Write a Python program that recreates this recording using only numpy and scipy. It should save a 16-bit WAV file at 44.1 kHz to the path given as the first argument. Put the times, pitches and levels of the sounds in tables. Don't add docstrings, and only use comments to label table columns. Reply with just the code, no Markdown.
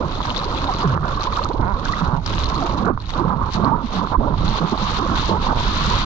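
import sys
import numpy as np
from scipy import signal
from scipy.fft import rfft, irfft, next_fast_len
from scipy.io import wavfile
from scipy.ndimage import uniform_filter1d, minimum_filter1d, map_coordinates

SR = 44100
rng = np.random.default_rng(int(sys.argv[2]) if len(sys.argv) > 2 else 0)


def digitize_waveform(pressure):
    field = np.atleast_2d(pressure).T
    bounded = np.clip(field, -1, 1)
    quanta = np.round(bounded * 32767).astype(np.int16)
    wavfile.write(sys.argv[1], SR, quanta)


N = 266805

# t/s, length/s, gurgle rise/dB, patter rise/dB, muffling of the spray/dB
SURGES = [(0, .068, 8.5, 2, 2.5), (0.273, 0.045, 0.5, 4.5, -6.5), (0.648, 0.23, 0, 3, 0),
          (0.793, 0.19, 3.5, 3.5, 11.5), (1.031, 0.025, 8.5, 5.5, 0.5), (1.253, 0.041, -7, 2.5, -6),
          (1.368, 0.032, 0, 10.5, 3), (1.499, 0.087, -3, 3.5, 5.5), (1.585, 0.12, 14.5, 6.5, 7),
          (2.015, 0.17, 12.5, 14, 11.5), (2.567, 0.23, 5, 3, 0.5), (2.788, 0.17, 10.5, 4, 11.5),
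          (2.859, 0.054, 3, 4, 7), (3.176, 0.047, 6, 6, 5), (3.236, 0.13, 9, 5.5, 10.5),
          (3.399, 0.035, 0, 5, 6), (3.55, .22, 7.5, 3, 14), (3.631, 0.057, 6, 5.5, 0),
          (3.959, 0.11, 6.5, 2, -2), (4.125, 0.033, 1, 12, 14), (4.181, 0.13, 6, -1.5, 4.5),
          (4.379, 0.14, 6, -2.5, 2.5), (4.602, 0.062, 10, 0.5, -5.5), (4.718, 0.022, 11.5, 5, 1.5),
          (4.985, 0.16, 4.5, 1, -0.5), (5.288, 0.074, 9, 5, 8), (5.463, 0.072, 6.5, 5, 8),
          (5.534, 0.061, 6.5, 6, -5), (5.626, .17, -1.5, -0.5, -10), (5.871, 0.033, 3.5, -5.5, 0.5)]
# t/s, length/s, first f/Hz, last f/Hz, bow of the glide/octaves, level/dB
POCKETS = [(.045, 0.029, 191, 155.6, -0.11, -19), (.622, 0.072, 282, 326, -.12, -25.5),
           (0.679, 0.036, 880, 683, 0, -20), (0.686, .022, 1040, 915, 0, -19.5),
           (.718, 0.032, 1028, 1210, .04, -22), (.84, 0.021, 446, 377, 0, -19.5),
           (0.844, 0.092, 213, 131, -.3, -13), (.938, .02, 500, 545, 0, -24.5),
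           (.945, .04, 133.6, 194, 0.065, -20.5), (.997, .075, 152.3, 143.4, 0, -21.5),
           (1.037, 0.017, 1290, 1504, 0, -26.5), (1.051, 0.012, 1086, 572, -0.084, -22),
           (1.128, 0.014, 1150, 1060, 0, -23), (1.172, .012, 1090, 1200, 0, -18.5),
           (1.213, .02, 1220, 1120, 0, -21.5), (1.27, .013, 954, 1130, 0, -16.5),
           (1.321, 0.02, 1460, 940, -0.059, -21), (1.381, 0.025, 940, 1035, 0, -23.5),
           (1.405, .029, 498, 704, -0.067, -23.5), (1.416, .009, 1200, 1206, 0, -21.5),
           (1.454, 0.0072, 1104, 1266, 0.083, -16.5), (1.624, .014, 202, 150, -0.32, -25),
           (1.855, 0.0074, 1414, 1710, 0, -21.5), (1.888, 0.019, 1020, 1146, .05, -18),
           (1.914, .024, 1070, 1400, 0, -21.5), (1.934, 0.0073, 1830, 1990, 0.049, -19.5),
           (2.019, .032, 198, 147.6, -.08, -13), (2.058, .045, 147.7, 115, 0.072, -22),
           (2.128, .028, 159, 148, 0.023, -14), (2.172, 0.037, 164, 151, 0, -18),
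           (2.536, 0.022, 973, 1085, 0, -23), (2.559, 0.0096, 1156, 1340, 0, -23),
           (2.608, .045, 817, 600, 0, -24), (2.79, 0.028, 169.6, 230, 0.1, -18),
           (2.825, .028, 231, 159.4, 0.067, -20), (2.623, .009, 1360, 1233, 0, -21),
           (2.857, 0.029, 248, 452, 0.25, -18.5), (2.889, 0.014, 982, 1123, 0, -18),
           (2.9, 0.017, 406, 264, -0.062, -17), (2.924, 0.036, 293, 125.4, 0, -26.5),
           (3.174, 0.024, 914, 1190, -0.069, -24.5), (3.197, 0.038, 297, 191, .55, -17.5),
           (3.256, 0.044, 876, 968, 0.023, -26), (3.303, 0.057, 1018, 943, 0.032, -24.5),
           (3.289, 0.065, 123, 267, 0, -20.5), (3.362, 0.028, 175, 139, -0.086, -18.5),
           (3.547, 0.0066, 1214, 1100, 0, -21.5), (3.573, 0.014, 186, 222, -0.048, -16.5),
           (3.61, .028, 171, 219, 0, -15), (3.644, 0.041, 202, 303, 0.23, -18.5),
           (3.712, 0.04, 872, 1038, -.03, -16), (3.72, .055, 295, 158.5, -.2, -20),
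           (3.733, 0.02, 1043, 1370, 0, -23), (3.745, .022, 924, 964, 0, -20),
           (3.835, 0.03, 245, 188.4, 0.098, -18), (3.955, .055, 180.5, 201, -.04, -18.5),
           (4.011, 0.018, 965, 1063, 0, -20.5), (4.013, 0.054, 233, 171.5, 0, -20),
           (4.144, .009, 280, 850, .15, -23), (4.149, .018, 860, 1075, .07, -15),
           (4.166, 0.0091, 1133, 1710, 0, -34.5), (4.184, 0.027, 272, 165.5, 0.22, -19),
           (4.205, 0.013, 988, 419, 0.066, -19.5), (4.265, 0.036, 402, 429, .55, -22.5),
           (4.266, .014, 804, 1057, 0, -20), (4.31, 0.063, 1070, 1108, -.16, -35.5),
           (4.317, 0.038, 113.5, 160, 0.16, -19), (4.383, 0.036, 113, 123.6, -.1, -16),
           (4.425, .095, 157, 137.5, 0.25, -23.5), (4.6, 0.08, 180.7, 161.7, -.06, -19),
           (4.82, 0.023, 201, 195, 0, -17.5), (5.012, .044, 226.5, 245, .62, -21),
           (5.079, .03, 193, 160, 0.091, -17.5), (5.305, 0.012, 884, 962, -0.056, -19),
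           (5.3, .035, 151, 200, 0.13, -20.5), (5.482, .026, 177, 347, 0, -20),
           (5.675, 0.029, 228, 172, 0, -24), (5.872, .028, 193, 218, 0, -19.5)]
# t/s, length/s, first slip rate f/Hz, last slip rate f/Hz,
# bow of the glide/octaves, level/dB, change per harmonic/dB, grit (a plain factor)
SLIPS = [(1.492, .027, 287, 588, -0.068, -16.5, -7, 0.33), (1.536, .031, 218, 600, -0.023, -21, -7, 0.49),
         (1.59, .021, 474, 267, -0.19, -18, -2.5, .5), (1.607, 0.047, 268, 183, .08, -23.5, 0.5, .45),
         (1.652, 0.049, 180.8, 204, -.07, -23.5, 0.3, .5), (1.695, 0.041, 208.8, 184.4, 0, -25.5, 0.27, .5),
         (2.021, .075, 168.5, 108.8, 0, -29, 0.5, 1.8), (2.092, 0.088, 116.6, 137.2, 0, -26, 0, 1.5),
         (4.113, .026, 201.5, 701, -0.036, -16.5, -1, .7), (4.124, .021, 558, 918, -0.015, -16.5, 0, 1.2),
         (4.267, 0.033, 144.8, 122.5, 0.045, -25, -0.5, 1.9), (5.345, .02, 389, 475, 0, -16, -2.5, 1.7),
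         (5.363, .019, 451, 354, -0.024, -19.5, 0.5, 3.4), (5.538, .088, 130.6, 105, -0.012, -27.5, 0, 4.2)]
# f/Hz, level/dB
DROPLET_COLOUR = [(300, -9.5), (1000, 11.5), (1800, -4.5), (2400, -6.5), (3200, -5.5), (4000, -2),
                  (4400, -5.5), (5100, -12.5), (6200, -15.5), (7200, -22.5), (8500, -39), (10000, -48),
                  (11800, -36), (13200, -63.5)]
# f/Hz, level/dB
MIST_COLOUR = [(1500, -30), (3000, -5.5), (4000, 4), (5000, 1), (6200, -1), (7200, -10.5), (8500, -29.5),
               (10000, -45.5), (11800, -37.5), (13200, -60)]
# f/Hz, level/dB
HARD_COLOUR = [(150, -28.5), (500, -2.5), (900, -2), (1400, -4), (1800, -13.5), (2250, -15.5),
               (3000, -44.5), (5000, -87.5)]
SURGE_EDGE_S = 0.013


def amp(db):
    return 10 ** (np.asarray(db) / 20)


def unit(x):
    return x / np.sqrt(np.mean(x ** 2) + 1e-20)


def steady(x, size):
    power = uniform_filter1d(x ** 2, size, axis=-1)
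    power = uniform_filter1d(power, size // 2, axis=-1)
    return x / np.sqrt(np.abs(power) + 1e-12)


def along(points, hz):
    f, v = np.transpose(points)
    return np.interp(np.log(hz + 1), np.log(f + 1), v)


def curve(rows):
    return np.interp(np.arange(N) / SR, *np.transpose(rows))


def wobble(rate):
    knots = rng.standard_normal(int(N * rate / SR) + 4)
    return map_coordinates(knots, [np.arange(N) * rate / SR])


def add(track, s, sound):
    part = track[max(round(s * SR), 0):][:len(sound)]
    part += sound[:len(part)]


def grid():
    size = 2 * next_fast_len(N // 2 + 8192)
    return size, np.fft.rfftfreq(size, 1 / SR)


def coloured(x, spectrum):
    size, hz = grid()
    cepstrum = irfft(np.log(amp(along(spectrum, hz))))
    cepstrum[1:size // 2] *= 2
    cepstrum[size // 2 + 1:] = 0
    response = np.exp(rfft(cepstrum))
    return irfft(rfft(x, size) * response, size)[..., :N]


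def bubbles(rate, low_hz, high_hz, cycles, spread_db, glide):
    count = int(rate * N / SR)
    when, pitch, size, life, bend = rng.random((count, 5)).T[:, :, None]
    hz = low_hz + (high_hz - low_hz) * pitch
    span = cycles * (.5 + life) / hz
    step = np.arange(int(min(1.5 * cycles / low_hz, .12) * SR))
    t = step / SR
    age = np.minimum(t / span, 2)
    bent_hz = hz * (1 + glide * (2 * bend - .5) * age / 2)
    tone = np.sin(2 * np.pi * bent_hz * t) * amp(-40 * age)
    gain = np.sqrt(hz) * amp(-spread_db * np.log(.01 + size))
    place = (when * N).astype(int) + step
    return unit(np.bincount(place.ravel(), (gain * tone).ravel(), N)[:N])


def froth(cloud, wash_db, spectrum):
    raw = np.array([cloud(), cloud()]) + amp(wash_db) * rng.standard_normal((2, N))
    return unit(coloured(raw, spectrum))


def sweep(length, first_hz, last_hz, bow):
    u = np.linspace(0, 1, max(int(length * SR), 2))
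    arch = 2 ** (bow * (1 - (2 * u - 1) ** 2))
    hz = first_hz * (last_hz / first_hz) ** u * arch
    return u, 2 * np.pi * np.cumsum(hz) / SR


def retuned(pair, hz):
    place = np.cumsum(hz / hz.mean())
    return np.array([map_coordinates(x, [place], mode="mirror") for x in pair])


def plinks(rows, cycles, click_db, spectrum):
    track, t = np.zeros(N), np.arange(SR // 20) / SR
    for s, db, hz in rows:
        ring = np.cos(2 * np.pi * hz * t) * amp(-60 * t * hz / cycles)
        click = amp(click_db) * (t == 0)
        add(track, s, amp(db) * (ring + click))
    return coloured(track, spectrum)


def swells(rows, edge_s):
    total = 0
    for s, length, db in rows:
        end = s + max(length, edge_s) - edge_s / 2
        total = total + curve([(s - edge_s / 2, 0), (s + edge_s / 2, db), (end, db), (s + length + edge_s / 2, 0)])
    return total


def hush(rows, depth_db):
    t = np.arange(N) / SR
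    covered = np.any([(t > s) & (t < s + length) for s, length, *_ in rows], axis=0)
    return -depth_db * uniform_filter1d(covered.astype(float), size=400)


def gaps_db(pockets):
    return np.minimum(hush(pockets, 3.5), hush(SLIPS, 15))


def trough_db():
    # t/s, length/s, depth/dB
    sags = [(0.211, 0.049, 3.5), (0.966, 0.068, 7), (1.469, 0.02, 4), (1.518, 0.023, 5),
            (1.561, 0.022, 6.5), (1.737, 0.08, 1), (2.145, 0.15, 11.5), (2.904, 0.06, 10.5),
            (2.917, 0.24, 18.5), (2.949, 0.022, 9), (3.341, 0.028, 5.5), (3.498, 0.054, 15.5),
            (3.809, 0.13, 9), (4.05, 0.066, 7.5), (4.154, 0.046, 15), (4.357, 0.07, 4.5), (4.676, 0.076, 3),
            (4.756, 0.036, 10.5)]
    t = np.arange(N) / SR
    return sum(db * np.sin(np.pi * np.clip((t - s) / length, 0, 1)) for s, length, db in sags)


def chop_db():
    # t/s, level/dB
    chop = [(0.0, -31.5), (0.7, -29.5), (1.2, -31), (2.4, -30.0), (4.5, -27.5), (6.05, -28)]
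    return curve(chop) - trough_db()


def film_db():
    cling_s, drain_s = 0.011, 0.076
    total = 0
    for s, length, _, _, db in SURGES:
        clung = s + length + cling_s
        total = total + curve([(s, 0), (s + length, db), (clung, db), (clung + drain_s, 0)])
    return np.maximum(0, total)


def crest_db():
    crest = 0.088
    return sum(curve([(s - SURGE_EDGE_S, 0), (s, -crest * db), (s + length, crest * db), (s + length + SURGE_EDGE_S, 0)])
               for s, length, _, _, db in SURGES)


def spray_db():
    # t/s, level/dB
    sea = [(0, -44.5), (.12, -40.5), (.5, -40), (.8, -38.5), (1.05, -43.5), (1.7, -44.5), (2.6, -37),
           (3.0, -46), (3.6, -41.5), (4.3, -46), (4.8, -40.5), (5.3, -36), (5.55, -34), (5.68, -36),
           (5.87, -32), (6.05, -35)]
    # t/s, length/s, rise of the spray/dB
    showers = [(.233, .223, 3.5), (.548, 0.092, 3.5), (.785, 0.025, 3.5), (.875, 0.075, 7),
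               (1.08, 0.091, 3), (1.194, 0.047, 6.5), (1.236, 0.037, 8.5), (1.321, .125, 7.5),
               (1.828, 0.18, 4), (2.255, 0.17, 3.5), (3.085, 0.11, 3.5), (3.518, 0.052, 6.5),
               (3.921, .079, 7), (4.375, .07, 4), (4.445, 0.15, 10), (4.66, 0.07, 4.5), (4.775, 0.22, 6.5),
               (5.155, .15, 5), (5.43, 0.059, 1), (5.575, 0.058, 2.5), (5.63, .44, 3.5)]
    return curve(sea) + swells(showers, edge_s=0.0071) - film_db()


def slosh():
    # f/Hz, level/dB
    gurgle = [(50, -50.5), (100, -1.5), (150, -2), (220, -3), (320, -8), (500, -12.5), (750, -15.5),
              (1200, -25), (1800, -30.5), (4000, -87)]

    def cloud():
        return bubbles(rate=220, low_hz=112.7, high_hz=745.0, cycles=15.8, spread_db=1.0, glide=.45)

    push_db = chop_db() + swells([(s, length, db) for s, length, db, _, _ in SURGES], SURGE_EDGE_S)
    push_db = push_db + 0.069 * (push_db - push_db.mean())
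    gaps = gaps_db([row for row in POCKETS if row[2] < 500])
    return steady(froth(cloud, 0.91, gurgle), size=1500) * amp(push_db + 1.4 * wobble(28) + gaps - 2.0)


def patter():
    # f/Hz, level/dB
    housing = [(200, -28.5), (500, -22), (800, -6), (945, 2), (1080, 1.5), (1300, -2.5), (1500, -13),
               (1750, -21), (2500, -19.5), (5000, -101.5)]
    # t/s, f/Hz
    hollow = [(0.0, 1010), (0.74, 1049), (1.14, 1119), (1.68, 962.2), (1.94, 1132), (2.19, 919.6),
              (2.24, 1081), (2.81, 981.2), (2.85, 1100), (3.2, 1010), (4.87, 998.6), (5.15, 1114),
              (5.37, 908.4), (5.41, 1059), (5.59, 969.8), (5.68, 1155), (5.9, 1043), (6.05, 1140)]

    def cloud():
        return bubbles(rate=600, low_hz=600, high_hz=1702, cycles=24.3, spread_db=1, glide=0.14)

    force_db = chop_db() + swells([(s, length, db) for s, length, _, db, _ in SURGES], SURGE_EDGE_S)
    force_db = force_db + 1.5 * wobble(25) + crest_db()
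    hard = np.clip((force_db + 27.5) / 45, 0, .2)
    wash_db = -2
    soft_ring = np.sqrt(1 - hard) * froth(cloud, wash_db, housing)
    hard_ring = np.sqrt(hard) * froth(cloud, wash_db, HARD_COLOUR)
    gaps = gaps_db([row for row in POCKETS if row[2] > 500])
    return steady(retuned(soft_ring + hard_ring, curve(hollow)), size=1300) * amp(force_db + gaps - 1.22)


def glugs():
    tremble = .016
    track = np.zeros(N)
    for s, length, first_hz, last_hz, bow, db in POCKETS:
        u, phase = sweep(length, first_hz, last_hz, bow)
        phase = phase + tremble * np.cumsum(rng.standard_normal(len(u)))
        swell = np.abs(np.sin(np.pi * u ** 0.65)) ** .6
        add(track, s, amp(db) * np.sin(phase) * swell)
    return coloured(track, [(2000, -1.0), (3000, -22.0), (6000, -62.5)])


def slaps():
    # t/s, level/dB, f/Hz
    slap_rows = [(0.204, -8.5, 993), (0.253, -10, 1126), (0.949, -10, 1180), (0.964, -13.5, 1183),
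                 (0.976, -8, 1120), (2.332, -16, 970), (2.526, -13.5, 925), (2.9755, -11, 1067),
                 (3.091, -18.5, 1090), (4.24, -17.5, 1006), (4.31, -17, 1020), (4.323, -14.5, 1010),
                 (4.341, -12.5, 997), (4.072, -10.5, 1095), (4.675, -12.5, 1074), (4.776, -12, 896)]
    return plinks(slap_rows, cycles=12, click_db=7.5, spectrum=HARD_COLOUR)


def squelches():
    # f/Hz, level/dB
    rubber = [(80, -10.5), (200, 0.5), (350, -11.5), (600, -9.5), (780, -8), (970, 0.5), (1080, -6),
              (1220, -12), (1420, -9.5), (1700, -27.5), (2200, -28), (4000, -84)]
    smear = 0.11
    track = np.zeros(N)
    order = np.arange(1, 15)[:, None]
    for s, length, first_hz, last_hz, bow, db, tilt_db, rough in SLIPS:
        u, phase = sweep(length, first_hz, last_hz, bow)
        phase = phase + 0.008 * np.cumsum(rng.standard_normal(len(u)))
        grit = rough * (1 + np.cos(phase)) * rng.standard_normal(len(u))
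        harmonics = amp(tilt_db * (order - 2)) * np.sin(order * phase - smear * order ** 2)
        pulses = harmonics.sum(axis=0) + grit
        add(track, s, amp(db) * pulses * np.sqrt(np.abs(np.sin(np.pi * u))))
    return coloured(track * amp(1.5 * wobble(200)), rubber)


def spray():
    # f/Hz, level/dB
    foam_colour = [(300, -34), (1000, 6.5), (1800, -8.5), (2400, -8.5), (3200, -3.5), (3800, 0.5),
                   (4400, -4), (5100, -13.5), (6200, -19.5), (7200, -29.5), (8500, -46), (10000, -74.5),
                   (11800, -57), (13200, -79.5)]

    def cloud():
        rings = bubbles(rate=1300, low_hz=1480, high_hz=8680, cycles=35, spread_db=3.6, glide=0.13)
        sharp = bubbles(rate=170, low_hz=2760, high_hz=8500, cycles=4.5, spread_db=3.2, glide=.1)
        return rings + amp(1.5) * sharp

    droplets = steady(froth(cloud, -8.0, DROPLET_COLOUR) * amp(3.8 * wobble(90)), size=6000)
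    hiss = unit(coloured(rng.standard_normal((2, N)), foam_colour)) * amp(1.1 * wobble(50))
    foam = np.clip(curve([(0, 0.42), (3, 0.15), (4.3, 0.93), (5, 0.78), (6, 0.96)]), 0, 1)
    mix = np.sqrt(1 - foam) * droplets + np.sqrt(foam) * hiss
    return mix * amp(spray_db() + 0.87 * wobble(22.18) + 2.0)


def splintered(rows):
    latest_s, softer_db, count = 0.01, -8.5, 2
    chance = rng.random((len(rows), count, 2))
    pieces = list(rows)
    for (s, db, hz), draws in zip(rows, chance):
        for late, detune in draws:
            pieces.append((s + latest_s * late, db + softer_db, hz * 2 ** (0.67 * (detune - .5))))
    return pieces


def drops():
    # t/s, level/dB, f/Hz
    drop_rows = [(.122, -23, 3800), (.154, -19.5, 3530), (0.229, -19, 3470), (.271, -25, 3620),
                 (.2955, -22, 4140), (0.3035, -12.5, 2960), (0.363, -12.5, 3560), (.3665, -17.5, 4470),
                 (0.371, -14.5, 3810), (0.3917, -17, 3960), (.4342, -22.5, 4270), (.443, -15, 4600),
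                 (.451, -26, 4340), (.548, -24, 3700), (.569, -29, 3900), (.577, -18.5, 3450),
                 (.6716, -21, 3770), (.7155, -27, 4000), (0.7382, -14.5, 4730), (.764, -21.5, 4080),
                 (.786, -25, 3150), (.804, -20.5, 2940), (.811, -17.5, 4870), (.82, -19, 4770),
                 (.8777, -34, 3040), (1.2085, -17, 4200), (1.2396, -26, 3900), (1.3358, -19.5, 4040),
                 (1.4375, -16.5, 4250), (1.533, -26.5, 4340), (1.8524, -19.5, 4200), (1.9232, -19.5, 4260),
                 (1.9826, -21, 3900), (2.059, -26, 3980), (2.2628, -8.5, 5250), (2.324, -25, 2930),
                 (2.35, -34.5, 3800), (2.4372, -15.5, 3980), (2.457, -15, 4160), (2.554, -19.5, 4130),
                 (3.002, -27, 4130), (3.058, -27.5, 3840), (3.0937, -23, 3670), (3.138, -24, 3750),
                 (3.527, -24, 4350), (3.537, -13, 5600), (3.556, -16.5, 5100), (3.6467, -19, 4270),
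                 (4.38, -24.5, 4120), (4.4804, -14, 4100), (4.7767, -21, 4030), (4.8215, -23, 3960),
                 (5.156, -19.5, 3850)]
    return plinks(splintered(drop_rows), cycles=41, click_db=-2, spectrum=DROPLET_COLOUR)


def mist():
    offset_db, growth = -11, 0.2

    def cloud():
        return bubbles(rate=450, low_hz=3200, high_hz=8000, cycles=5, spread_db=2.6, glide=.1)

    open_db = spray_db()
    clumps = steady(froth(cloud, -4.5, MIST_COLOUR) * amp(2.9 * wobble(110)), size=5000)
    return clumps * amp(open_db + growth * (open_db - open_db.mean()) + offset_db)


def port_ticks():
    # t/s, level/dB, f/Hz
    tick_rows = [(0.3662, -32, 5350), (0.7149, -34, 6020), (0.7384, -29, 5810), (0.8771, -36.5, 6000),
                 (1.223, -29, 5560), (1.2395, -24, 5420), (1.4463, -24, 6420), (1.8538, -25, 6000),
                 (1.9235, -31, 6110), (2.2622, -25, 5200), (2.2966, -32, 5240), (2.35, -29, 5990),
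                 (2.443, -24, 5650), (2.5543, -37, 5520), (3.094, -35, 5330), (3.5235, -33, 6480),
                 (3.5355, -27, 5490), (3.9306, -34, 5260)]
    return plinks(tick_rows, cycles=6, click_db=-3, spectrum=MIST_COLOUR)


def churn():
    # t/s, level/dB
    stirring = [(0, -36.5), (.8, -35.5), (1.1, -37), (1.9, -38), (2.6, -38.5), (3.3, -40), (6.05, -45)]
    # f/Hz, level/dB
    stirred_colour = [(120, -34), (300, -2), (550, -0.5), (800, -7), (1200, -5.5), (1800, -15.5),
                      (4000, -60)]

    def cloud():
        return bubbles(rate=300, low_hz=278.7, high_hz=933, cycles=18, spread_db=2.5, glide=0.28)

    level_db = curve(stirring) - trough_db() + hush(SLIPS, 8.5)
    return steady(froth(cloud, -0.81, stirred_colour), size=4000) * amp(level_db)


def wind():
    # t/s, level/dB
    breeze = [(0.0, -27), (0.35, -29), (1.0, -26.5), (1.85, -30), (2.25, -27), (2.42, -23), (2.72, -26.5),
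              (3.2, -27.5), (3.6, -27), (4.07, -29.5), (4.2, -25), (4.5, -21), (4.63, -34), (4.8, -27),
              (5.5, -24.5), (6.05, -24)]
    # t/s, rise/dB
    buffets = [(0.941, 5.5), (1.251, 0.5), (1.437, 0), (1.598, 11.5), (1.665, 9), (1.748, 11), (1.907, 7),
               (2.084, 6.5), (3.424, 9.5), (4.186, 8), (5.166, 5), (5.402, 1.5), (5.958, 7.5)]
    # f/Hz, level/dB
    rumble_colour = [(10, -12), (25, 2), (42, -0.5), (65, -4), (100, -6), (150, -15), (300, -22),
                     (800, -57), (2000, -120)]
    half_width_s = 0.022
    t = np.arange(N) / SR
    eddies_db = sum(db * np.exp(-((t - s) / half_width_s) ** 2) for s, db in buffets) + 1.5 * wobble(16)
    rumble = steady(coloured(rng.standard_normal((2, N)), rumble_colour), size=3500)
    return rumble * amp(curve(breeze) + eddies_db + 0.94)


def ports(shared, stray):
    # f/Hz, left minus right level/dB
    balance = [(100, -5.5), (250, -6.5), (550, -7), (850, -11), (1300, -11), (1600, -7), (2000, 0.43),
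               (3000, 4.9), (4000, 10), (5000, 19.93), (8000, 23.73)]
    # f/Hz, phase/radians
    lead = [(110, -0.03), (170, 0.68), (500, 0.58), (1200, 1.45), (1400, -1.5), (1650, -1.99),
            (5000, -1.58)]
    # f/Hz, likeness 0-1
    alike = [(100, 0.9), (300, 1), (800, 0.74), (1000, 1), (1200, 0.76), (1470, 0.88), (2000, 0.15),
             (3500, 0.19), (4500, 0.68), (5100, 0.87)]
    size, hz = grid()
    a, b = rfft(shared, size), rfft(stray, size)
    ratio = amp(along(balance, hz)) * np.exp(1j * along(lead, hz))
    turn = np.arccos(np.clip(along(alike, hz), 0, 1)) / 2
    a, b = a * np.cos(turn), b * np.sin(turn)
    pair = np.array([ratio * (a + b), a - b]) * 2 / np.abs(1 + ratio)
    return irfft(pair, size)[:, :N]


def panned(pair, lean_db):
    return pair * amp([0.75 * lean_db, -.2 * lean_db]).reshape(2, -1)


def scene():
    # t/s, lean to the left/dB
    roll = [(0, 0.5), (.5, 3.5), (1.2, 1), (1.7, -3), (2.4, 0), (3.3, -1.5), (3.8, -2), (4.5, -2),
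            (5.3, -2.5), (6.05, 1)]
    # t/s, lean to the left/dB
    veer = [(0, 0), (.7, 3), (1.7, -1.5), (2.7, 0), (3.7, -0.5), (4.5, -1), (5.3, 2.5), (6.05, 1)]
    shared, stray = slosh() + patter()
    water = ports(shared + slaps() + amp(0.5) * glugs() + squelches(), stray)
    open_db = spray_db()
    lean_db = curve(roll) + 0.28 * (open_db - open_db.mean())
    shared, stray = spray() + mist()
    air = ports(shared + amp(2.5) * drops() + amp(9.5) * port_ticks(), stray)
    stirred = panned(ports(*churn()), 7.5)
    buffeting = panned(ports(*wind()), curve(veer))
    return panned(water, lean_db) + air + stirred + buffeting


def record(dry):
    ceiling, top_hz = .68, 13000
    size, hz = grid()
    need = 1 / np.maximum(1, np.abs(dry).max(axis=0) / ceiling)
    gain = uniform_filter1d(minimum_filter1d(need, size=500), size=400)
    ends = signal.windows.tukey(N, .002)
    return irfft(rfft(dry * gain * ends, size) * (hz < top_hz), size)[:, :N]


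dry = scene()
out = record(dry)
digitize_waveform(out)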